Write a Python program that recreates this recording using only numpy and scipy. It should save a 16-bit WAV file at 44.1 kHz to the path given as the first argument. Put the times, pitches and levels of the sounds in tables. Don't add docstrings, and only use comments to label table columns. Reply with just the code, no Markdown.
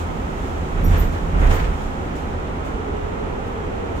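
import sys
import numpy as np
from scipy import signal
from scipy.fft import rfft, irfft
from scipy.io import wavfile

SR = 44100
rng = np.random.default_rng(int(sys.argv[2]) if len(sys.argv) > 2 else 0)


def transcribe(u):
    v = np.clip(np.atleast_2d(u).T, -1, 1)
    q = np.round(v * 32767).astype(np.int16)
    wavfile.write(sys.argv[1], SR, q)


N = 176400
TIME_S = np.arange(N) / SR
FREQ_HZ = np.maximum(np.arange(N // 2 + 1) * SR / N, 1)

# frequency_hz, likeness
STEREO_LIKENESS = [(60,0.88),(190,0.84),(280,0.52),(400,0.19),(700,-0.085),(1300,-0.64),(2400,-0.15),(4400,-0.12),(12000,-0.064)]
# frequency_hz, difference_db
STEREO_BALANCE = [(30,-6),(80,0.5),(160,-2.5),(280,-1.5),(550,-2),(1100,-1.5),(2200,-5),(4500,1),(8000,-4),(13000,-1.5)]
# frequency_hz, relative_db
ROAD_SPECTRUM = [(20,-3.5),(33,-1.5),(60,-0.5),(90,-3.5),(120,-8.5),(185,-10.5),(260,-9.5),(330,-11),(385,-9),(450,-10.5),(530,-11),(620,-14),(800,-11.5),(1100,-15.5),(1350,-16.5),(1650,-23),(2100,-26),(3200,-32),(4700,-44.5),(7000,-43),(10000,-55.5),(12500,-58),(15500,-59)]
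# pitch_hz, width_hz, level_db
CABIN_MODES = [(36.06,6.9,-34.5),(80.5,17,-37),(215,21,-41.5),(262.2,37,-43),(378,35,-43.5),(812,39,-52.5),(1287,32,-52),(1879,7.9,-63)]
# time_s, gain_db
RUMBLE_GAIN = [(0,0),(1.2,2.5),(2,-1),(2.8,-0.5),(3.15,-2.5),(4,-1)]
# time_s, level_db
HISS_LEVEL = [(0,-52),(.2,-52.5),(1.2,-52),(1.85,-53.5),(2.3,-58),(2.9,-72),(4,-74)]
# multiple_of_firing_rate, level_db
ENGINE_TONES = [(1,-35),(2,-38)]
# time_s, gain_db
ENGINE_GAIN = [(0,-0.5),(.5,-3),(.85,3),(1.3,2.5),(2.1,-3),(2.55,-3.5),(4,-4)]
# pitch_hz, level_db
TREAD_TONES = [(409,-38.5),(430,-42.5),(457,-38),(481,-42.5)]
# time_s, gain_db
TREAD_GAIN = [(0,-30),(2.55,-22),(2.68,-7),(2.78,-1.5),(3.2,0),(3.65,0),(4,1)]
# start_s, length_s, pitch_hz, jitter_hz, level_db
FITTING_SQUEAKS = [(0.841,0.011,13420,110,-37.5),(0.977,0.038,13780,240,-42.5),(1.537,.020,14030,480,-46)]
# peak_s, level_db, rise_s, fall_s
TRIM_RATTLES = [(0,-41.5,0.018,0.034),(.44,-52,0.092,0.25),(0.949,-43,0.074,0.099),(1.02,-42.5,0.019,0.038),(1.135,-48,0.013,.07),(1.41,-46.5,0.015,0.18),(1.472,-40,.002,.007),(1.518,-37,0.016,0.068),(1.59,-49,.025,.07),(1.84,-51,0.085,0.062),(2.16,-47,0.0057,0.075),(2.665,-49,0.019,0.055),(3.48,-56,.02,.05),(3.98,-51,0.018,.05)]
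# frequency_hz, relative_db
BRIGHT_SPECTRUM = [(1000,-32),(2400,6.5),(3400,8),(4600,1.5),(7000,4.5),(10000,-7),(12300,-6.5),(15500,-9)]
# peak_s, level_db, rise_s, fall_s
FLOOR_THUDS = [(.83,-25.5,0.022,0.13),(1.06,-32.5,0.022,0.034),(1.39,-27,0.033,.1)]
# frequency_hz, relative_db
THUD_SPECTRUM = [(80,-28),(130,-5),(170,-2.5),(260,1),(350,-6.5),(480,-22),(1200,-55)]
# peak_s, level_db
PANEL_CLACKS = [(.93,-38),(.966,-38),(1.025,-39),(1.516,-32),(1.565,-35),(1.598,-33),(1.645,-35)]
# frequency_hz, relative_db
CLACK_SPECTRUM = [(400,-18),(900,3),(1900,8.5),(2800,-2.5),(4000,-8.5),(7000,-17),(12000,-37)]
# peak_s, heave_db, panel_roar_db, rise_s, fall_s
AXLE_JOLTS = [(.80,-18.5,-31,0.034,0.085),(.905,-10.5,-35.5,0.033,0.082),(.95,-15.5,-25,0.031,0.083),(1.02,-16.5,-33,.012,0.057),(1.16,-24,-32.5,0.022,.08),(1.355,-14.5,-31,0.03,0.19),(1.44,-13,-24.5,0.027,0.15),(1.515,-18,-24,0.015,0.12),(1.69,-17.5,-45,0.019,0.036)]
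# pitch_hz, width_hz, relative_db
BODY_MODES = [(25.6,9.7,-4.5),(39,7.2,2),(82.1,19,-1.5),(165,25,-13)]
# frequency_hz, relative_db
PANEL_SPECTRUM = [(60,-20),(130,-13),(250,5),(330,-0.5),(420,9),(560,2),(850,1.5),(1400,0),(2400,-9.5),(3300,-15.5),(4500,-31),(9000,-40)]


def from_db(db):
    return 10 ** (np.asarray(db) / 20)


def unit_power(x):
    return x / np.sqrt(np.mean(x ** 2) + 1e-20)


def over_frequency(table):
    hz, value = np.transpose(table)
    return np.interp(np.log(FREQ_HZ), np.log(hz), value)


def gain_over_time(table):
    return from_db(np.interp(TIME_S, *np.transpose(table)))


def phase_of(hz):
    return 2 * np.pi * np.cumsum(np.broadcast_to(hz, N)) / SR


def drift(rate_hz):
    return unit_power(irfft(rfft(rng.standard_normal(N)) / (1 + (FREQ_HZ / rate_hz) ** 2), N))


def resonance(hz, width_hz, steady):
    swing = drift(width_hz * .75) + 1j * drift(width_hz * .75)
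    swing /= (np.abs(swing) ** 2 + .2) ** (steady / 2)
    return unit_power(np.real(swing * np.exp(1j * phase_of(hz))))


def swell(peak_s, rise_s, fall_s):
    before = np.minimum(TIME_S - peak_s, 0) / rise_s
    after = np.maximum(TIME_S - peak_s, 0) / fall_s
    return np.exp(-np.minimum(before ** 2 / 2 + after, 20))


def joined_swells(events):
    return np.sqrt(sum((from_db(db) * swell(s, rise, fall)) ** 2 for s, db, rise, fall in events))


def cabin_noise(spectrum):
    mid, side = rfft(rng.standard_normal((2, N)))
    likeness = over_frequency(STEREO_LIKENESS)
    both = np.sqrt(1 + likeness) * mid + np.sqrt(1 - likeness) * side * [[1], [-1]]
    return unit_power(irfft(both * from_db(over_frequency(spectrum)), N))


def cabin_echo(x, decay_s=.27):
    tail = rng.standard_normal((2, SR // 2)) * from_db(-60 * TIME_S[:SR // 2] / decay_s)
    tail /= np.sqrt(np.sum(tail ** 2) / 2)
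    return signal.fftconvolve(x[None], tail, axes=1)[:, :N]


def road(roar_db=-26.5, bass_edge_hz=91):
    boom = sum(from_db(db) * resonance(hz, width, steady=.51) for hz, width, db in CABIN_MODES)
    hiss = gain_over_time(HISS_LEVEL) * cabin_noise(BRIGHT_SPECTRUM)
    roar = from_db(roar_db) * cabin_noise(ROAD_SPECTRUM) + boom
    bass = irfft(rfft(roar) / (1 + (FREQ_HZ / bass_edge_hz) ** 6), N)
    upper = roar - bass
    return upper + gain_over_time(RUMBLE_GAIN) * bass + hiss


def engine(firing_hz=80.3, wander=.014, roughness=.6):
    phase = phase_of(firing_hz * (1 + wander * drift(4.8)))
    drone = 0
    for multiple, db in ENGINE_TONES:
        tone = np.sin(multiple * phase) * (1 + roughness * drift(11))
        drone += from_db(db) * unit_power(tone)
    return gain_over_time(ENGINE_GAIN) * drone


def tyre_song(climb_per_s=.025, wander=.004, flutter=.3):
    howl_level = from_db(-32) * swell(peak_s=2.89, rise_s=.09, fall_s=.13)
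    sides = []
    for _ in range(2):
        speed = 1 + climb_per_s * (TIME_S - 3.3) + wander * drift(10)
        tones = 0
        for hz, db in TREAD_TONES:
            tone = np.sin(phase_of(hz * speed)) * (1 + flutter * drift(10))
            tones += from_db(db) * unit_power(tone)
        howl = howl_level * resonance(hz=418.6, width_hz=26, steady=1)
        sides.append(gain_over_time(TREAD_GAIN) * tones + howl)
    return np.array(sides)


def squeaks(edge_s=.0022, flutter_hz=550, echo_db=1.5):
    whistles = 0
    for start_s, length_s, hz, jitter_hz, db in FITTING_SQUEAKS:
        inside_s = np.minimum(TIME_S - start_s, start_s + length_s - TIME_S)
        gate = np.clip(inside_s / edge_s, 0, 1)
        tone = np.sqrt(2) * np.sin(phase_of(hz + jitter_hz * drift(flutter_hz)))
        whistles += from_db(db) * gate * tone
    first_s = FITTING_SQUEAKS[0][0]
    ping_level = from_db(-48.5) * swell(first_s + .024, rise_s=.012, fall_s=.025)
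    ping = ping_level * resonance(hz=5708, width_hz=25, steady=.77)
    return whistles + ping + from_db(echo_db) * cabin_echo(whistles)


def rattles(taps_per_s=2500, spread_db=2):
    sizes = from_db(spread_db * np.minimum(rng.exponential(1, (2, N)), 4))
    signs = rng.choice([-1, 1], (2, N))
    taps = sizes * signs * (rng.random((2, N)) < taps_per_s / SR)
    blurred = taps + cabin_echo(taps.mean(axis=0))
    bright = irfft(rfft(blurred) * from_db(over_frequency(BRIGHT_SPECTRUM)), N)
    return joined_swells(TRIM_RATTLES) * unit_power(bright)


def knocks():
    thud = sum(from_db(db) * swell(s, rise, fall) for s, db, rise, fall in FLOOR_THUDS)
    clack = sum(from_db(db) * swell(s, rise_s=.004, fall_s=.028) for s, db in PANEL_CLACKS)
    return thud * cabin_noise(THUD_SPECTRUM) + clack * cabin_noise(CLACK_SPECTRUM)


def bump():
    heave = joined_swells((s, db, rise, fall) for s, db, _, rise, fall in AXLE_JOLTS)
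    roar = joined_swells((s, db, rise, fall) for s, _, db, rise, fall in AXLE_JOLTS)
    body = sum(from_db(db) * resonance(hz, width, steady=.9) for hz, width, db in BODY_MODES)
    return heave * unit_power(body) + roar * cabin_noise(PANEL_SPECTRUM)


def scene():
    mix = road() + engine() + bump() + knocks() + rattles() + squeaks() + tyre_song()
    side_gains = from_db(over_frequency(STEREO_BALANCE) * [[.5], [-.5]])
    return irfft(rfft(mix) * side_gains, N)


def record(dry, low_cut_hz=17, high_cut_hz=15750):
    x = signal.sosfilt(signal.butter(2, low_cut_hz, "high", fs=SR, output="sos"), dry)
    return irfft(rfft(x) / np.sqrt(1 + (FREQ_HZ / high_cut_hz) ** 240), N)


dry = scene()
out = record(dry)
transcribe(out)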